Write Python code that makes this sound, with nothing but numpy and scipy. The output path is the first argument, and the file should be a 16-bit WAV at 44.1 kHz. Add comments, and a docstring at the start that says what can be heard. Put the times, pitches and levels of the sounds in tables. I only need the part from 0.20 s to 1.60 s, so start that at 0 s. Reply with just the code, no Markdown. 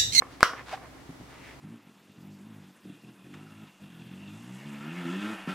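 """A light finger tap on leather, then a wallet's snap button pops open, close by in a small, quiet room.
The stud ticks against its spring and jumps free: the impulse excites damped modes of metal and wallet,
one loud click that overloads the recorder and reverberates. A fingertip leaves the strap with a short
stick-slip squeak; the flap rustles by friction and bumps softly over steady air noise and a faint hum."""
import sys
import numpy as np
from scipy import signal
from scipy.fft import rfft, irfft, next_fast_len
from scipy.io import wavfile
from scipy.ndimage import map_coordinates

SR = 44100
rng = np.random.default_rng(int(sys.argv[2]) if len(sys.argv) > 2 else 0)


def wav_record(signal):
    """Record a signal, one row per channel, as 16-bit PCM in the file named by sys.argv[1]."""
    frames = np.transpose(np.atleast_2d(signal))
    bounded = np.clip(frames, -1, 1)
    # unit amplitude maps onto the largest positive 16-bit level
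    quanta = np.round(bounded * 32767).astype(np.int16)
    wavfile.write(sys.argv[1], SR, quanta)


N = 61739

# modes of the strap and wallet under the button (frequency [Hz], level [dB], t60 [s])
WALLET_MODES = [(400, 19, .0019), (725, 11.5, .0039), (1050, -3, .0085), (1320, 23, .0032)]
# modes of the metal stud and socket (frequency [Hz], level [dB], t60 [s])
METAL_MODES = [(2630, -25, 0.012), (3460, -31.5, 0.0051), (5010, -17, 0.0052), (5480, -24.5, 0.0066),
               (7690, -25, 0.003), (9440, -23, 0.0052), (11150, -28, 0.0057), (16400, -30, 0.0056)]
# spectrum of the stud's crack (frequency [Hz], gain [dB])
CRACK_SPECTRUM = [(300, -18), (3000, 4.5), (6500, 3.5), (10000, -1), (12500, -9.5)]
# its left-right likeness (frequency [Hz], coherence [0-1])
CRACK_COHERENCE = [(1000, 0.67), (8000, 0.43)]
# the stud catching on the spring before it gives (time [s], leather level [dB], metal level [dB])
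CATCHES = [(0.207, -24, -14.5), (.2146, -42.5, -28)]
# the spring's short scrape at each catch (frequency [Hz], level [dB], t60 [s])
SPRING_MODES = [(2360, 2, 0.0087), (3150, 0.5, 0.0053)]
# fingers tapping the leather (time [s], level [dB])
FINGER_TAPS = [(0.0214, -20.5), (0.068, -40), (.3345, -25.5), (.409, -36), (0.5761, -35.5)]
# modes of the tapped leather (frequency [Hz], level [dB], t60 [s])
LEATHER_MODES = [(505, -9.5, 0.028), (823, 1.5, 0.0094), (1090, 4, 0.012), (1757, -9, 0.025),
                 (2173, -13, 0.026)]
# the opened wallet bumping softly (time [s], level [dB])
WALLET_BUMPS = [(.892, -37), (0.8997, -38.5), (1.001, -42.5), (1.0099, -37)]
# modes of its dull thud (frequency [Hz], level [dB], t60 [s])
THUD_MODES = [(175, -3, 0.17), (257.4, 3, 0.042)]
# the fingertip sticking and slipping off the strap (time [s], pitch [Hz], level [dB])
SQUEAK_PATH = [(.515, 560, -62), (.525, 610, -45), (.532, 680, -33), (.541, 790, -27), (.548, 810, -36),
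               (.556, 790, -60)]
# fingers and flap rubbing
# (peak time [s], rise [s], fall [s], level [dB], tilt [dB/octave], resonance [Hz], boost [dB])
RUB_STROKES = [(.138, 0.036, .025, -55, 3.5, 4500, 3), (0.228, 0.011, .004, -43, 2.5, 1490, 0),
               (.39, 0.031, 0.032, -42.5, -0.5, 2020, 10), (0.496, 0.029, 0.074, -44.5, 2.5, 2200, -1),
               (0.534, 0.024, 0.021, -38.5, 1, 1380, -0.5), (0.649, 0.033, 0.027, -49, -5, 2000, 8.5),
               (.8, 0.029, 0.029, -59.5, -3, 2030, 13), (1.14, 0.062, 0.053, -53.5, 1, 1960, 3),
               (1.28, 0.098, 0.075, -51, 4.5, 2180, 10)]
# friction spectrum before tilt and resonance (frequency [Hz], relative level [dB])
RUB_SPECTRUM = [(100, -38), (500, -1), (1100, 2.5), (2200, -4.5), (3200, -9.5), (5000, -16), (9000, -28.5),
                (16000, -41)]
# reflections from nearby surfaces (delay [s], gain [dB])
REFLECTIONS = [(.008, -19), (.0135, -31), (.0162, -27), (.0188, -26), (.0212, -25)]
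# the room's reverberation time (frequency [Hz], t60 [s])
TAIL_DECAY = [(300, 0.27), (800, 0.58), (1200, 0.35), (2000, 0.27), (5500, 0.3), (14600, 0.29)]
# spectrum of the reverberant tail (frequency [Hz], gain [dB])
TAIL_SPECTRUM = [(100, -34), (500, -10.5), (850, -18), (1200, -9), (1700, -11.5), (2300, -9), (2800, 0),
                 (3600, 0.5), (5000, -6), (6800, -8), (9500, -7.5), (11500, -8), (15500, -10.5)]
# left-right likeness of the tail and the rubbing (frequency [Hz], coherence [0-1])
ROOM_COHERENCE = [(200, 1), (1400, 0.92), (2800, 0.75), (10000, 0.22)]
# spectrum of the steady air noise (frequency [Hz], relative level [dB])
AIR_SPECTRUM = [(15, -37), (25, -16), (133, -3.5), (205, -8), (276, -3.5), (473, -9.5), (791, -10),
                (1510, -15.5), (2150, -16), (2460, -19.5), (5370, -24.5), (12700, -33.5), (15800, -39)]
# its left-right likeness (frequency [Hz], coherence [0-1])
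AIR_COHERENCE = [(60, 0.83), (300, 0.53), (1500, 0.27), (5000, 0.13), (14000, 0.067)]
# partials of the faint hum (frequency [Hz], rms level [dB])
HUM_PARTIALS = [(62.5, -61), (111, -67), (136, -66), (271, -62.5)]

TIME = np.arange(N) / SR


def snap_button(snap_s=0.2296, snap_db=7, metal_lag_s=.0004):
    """Elastic release: the stud ticks against its spring, then jumps free and jolts the wallet."""
    ticks = np.zeros((2, N))
    for s, leather_db, metal_db in CATCHES:
        scrape = ring(s, list(LEATHER_MODES) + list(SPRING_MODES), attack_s=.00033)
        ticks += amp(leather_db) * scrape + amp(metal_db) * stud(s)
    jolt = ring(snap_s, WALLET_MODES, attack_s=.00095)
    return ticks - amp(snap_db) * (jolt + stud(snap_s + metal_lag_s))


def stud(s, crack_gain_db=-16.5, crack_t60_s=0.0046):
    """Hard impact: brief contact of metal on metal excites high modes and a broadband crack."""
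    t = since(s)
    burst = amp(crack_gain_db) * (t > 0) * decay(t, crack_t60_s) * rng.standard_normal((2, N))
    return ring(s, METAL_MODES, attack_s=1 / SR) + stereo(burst, CRACK_SPECTRUM, CRACK_COHERENCE)


def knocks():
    """Soft impact: finger taps excite the leather's modes, bumps the low modes of the whole wallet."""
    taps = sum(amp(db) * ring(s, LEATHER_MODES, attack_s=.00033) for s, db in FINGER_TAPS)
    bumps = sum(amp(db) * ring(s, THUD_MODES, attack_s=.0006) for s, db in WALLET_BUMPS)
    return taps + bumps


def squeak(jitter=0.032, overtone_db=-16):
    """Stick-slip oscillation: skin catches and releases on leather in a short, unsteady rising tone."""
    s, hz, db = np.transpose(SQUEAK_PATH)
    pitch_hz = np.interp(TIME, s, hz) * (1 + jitter * wobble(400))
    phase = 2 * np.pi * np.cumsum(pitch_hz) / SR
    envelope = amp(np.interp(TIME, s, db)) * (TIME > s[0]) * (TIME < s[-1])
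    return envelope * (np.sin(phase) + amp(overtone_db) * np.sin(2 * phase))


def rubbing(slips_per_s=1500, hiss_ratio=1.13, width_octaves=0.53):
    """Sliding friction: tiny random slips and a smooth hiss swell and fade through a broad resonance."""
    strokes = np.zeros((2, N))
    for s, rise, fall, db, tilt_db, peak_hz, boost_db in RUB_STROKES:
        slips = unit(rng.standard_normal((2, N)) * (rng.random(N) < slips_per_s / SR))
        hiss = hiss_ratio * rng.standard_normal((2, N))
        spectrum = [(hz, level + tilt_db * np.log2(hz / 1000)) for hz, level in RUB_SPECTRUM]
        friction = stereo(slips + hiss, spectrum, ROOM_COHERENCE)
        resonance = lambda hz: amp(boost_db * np.exp(-(np.log2((hz + 1) / peak_hz) / width_octaves) ** 2))
        swell = np.exp(-((TIME - s) / np.where(TIME < s, rise, fall)) ** 2)
        strokes += amp(db) * unit(filtered(friction, resonance)) * swell
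    return strokes


def reverberation(x, skew_s=.00006, low_cut_hz=900, build_s=0.0013):
    """Reflection: a few early echoes, then a diffuse tail that lingers longest near 800 Hz."""
    skews = skew_s * rng.standard_normal((len(REFLECTIONS), 1, 1)) * [[1], [-1]]  # left against right
    echoes = lambda hz: sum(amp(db) * np.exp(-2j * np.pi * hz * (s + skew))
                            for (s, db), skew in zip(REFLECTIONS, skews))
    early = filtered(filtered(x, echoes), lambda hz: 1j * hz / (low_cut_hz + 1j * hz))
    hz, t, bands = signal.stft(rng.standard_normal((2, N)), SR, nperseg=256)
    bands *= decay(t, along(TAIL_DECAY, hz)[:, None])
    tail = signal.istft(bands, SR, nperseg=256)[1][:, :N]
    tail = stereo(tail / np.linalg.norm(tail[0]), TAIL_SPECTRUM, ROOM_COHERENCE)
    tail *= 1 - np.exp(-TIME / build_s)
    return early + signal.fftconvolve(x, tail, axes=1)[:, :N]


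def room_noise(air_db=-50.5, waver_rad=0.49):
    """Noise floor: steady broadband air and a hum whose partials waver by random phase modulation."""
    air = amp(air_db) * unit(stereo(rng.standard_normal((2, N)), AIR_SPECTRUM, AIR_COHERENCE))
    hum = np.zeros(N)
    for hz, db in HUM_PARTIALS:
        phase = 2 * np.pi * (hz * TIME + rng.random()) + waver_rad * wobble(7.53)
        hum += np.sqrt(2) * amp(db) * np.sin(phase)
    return air + hum


def ring(s, modes, attack_s):
    """Modal superposition: damped sinusoids set ringing together at time s."""
    t = since(s)
    onset = (1 - np.exp(-t / attack_s)) ** 2
    return onset * sum(amp(db) * np.sin(2 * np.pi * hz * t) * decay(t, t60) for hz, db, t60 in modes)


def stereo(pair, spectrum, coherence):
    """Partial coherence: two independent signals, coloured and mixed as mid and side."""
    angle = lambda hz: np.arccos(np.clip(along(coherence, hz), 0, .999)) / 2
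    gains = lambda hz: amp(along(spectrum, hz)) * [np.cos(angle(hz)), np.sin(angle(hz))]
    mid, side = filtered(pair, gains)
    return np.array([mid + side, mid - side])


def filtered(x, response):
    """Linear filtering: the spectrum of x times a frequency response."""
    size = next_fast_len(2 * N)
    return irfft(rfft(x, size) * response(np.fft.rfftfreq(size, 1 / SR)), size)[..., :N]


def decay(t, t60):
    """Exponential damping: 60 dB down after t60 seconds."""
    return np.exp(-np.log(1000) * t / t60)


def wobble(rate):
    """Random modulation: a smooth curve with rate knots a second."""
    knots = rng.standard_normal(int(N * rate / SR) + 4)
    return map_coordinates(knots, [TIME * rate])


def along(points, hz):
    """Interpolation of (frequency, value) points on a log-frequency axis."""
    frequencies, values = np.transpose(points)
    return np.interp(np.log(hz + 1), np.log(frequencies + 1), values)


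def since(s):
    """Time elapsed since s, zero before it."""
    return np.maximum(TIME - s, 0)


def amp(db):
    """Decibels to amplitude ratio."""
    return 10 ** (np.asarray(db) / 20)


def unit(x):
    """Normalisation to rms 1."""
    return x / np.sqrt(np.mean(x ** 2) + 1e-20)


def scene():
    """Superposition: the wallet close by and slightly to the right, its reflections and the noise floor."""
    wallet = snap_button() + knocks() + squeak()
    balance = amp([[-.3], [.3]])
    return (wallet + reverberation(wallet) + rubbing()) * balance + room_noise()


def record(dry):
    """Overload and band limiting: the recorder clips the click, then cuts off the highest treble."""
    clipped, cutoff_hz = np.clip(dry, -1, 1), 16050
    return filtered(clipped, lambda hz: 1 / (1 + (hz / cutoff_hz) ** 200))


dry = scene()
out = record(dry)
wav_record(out)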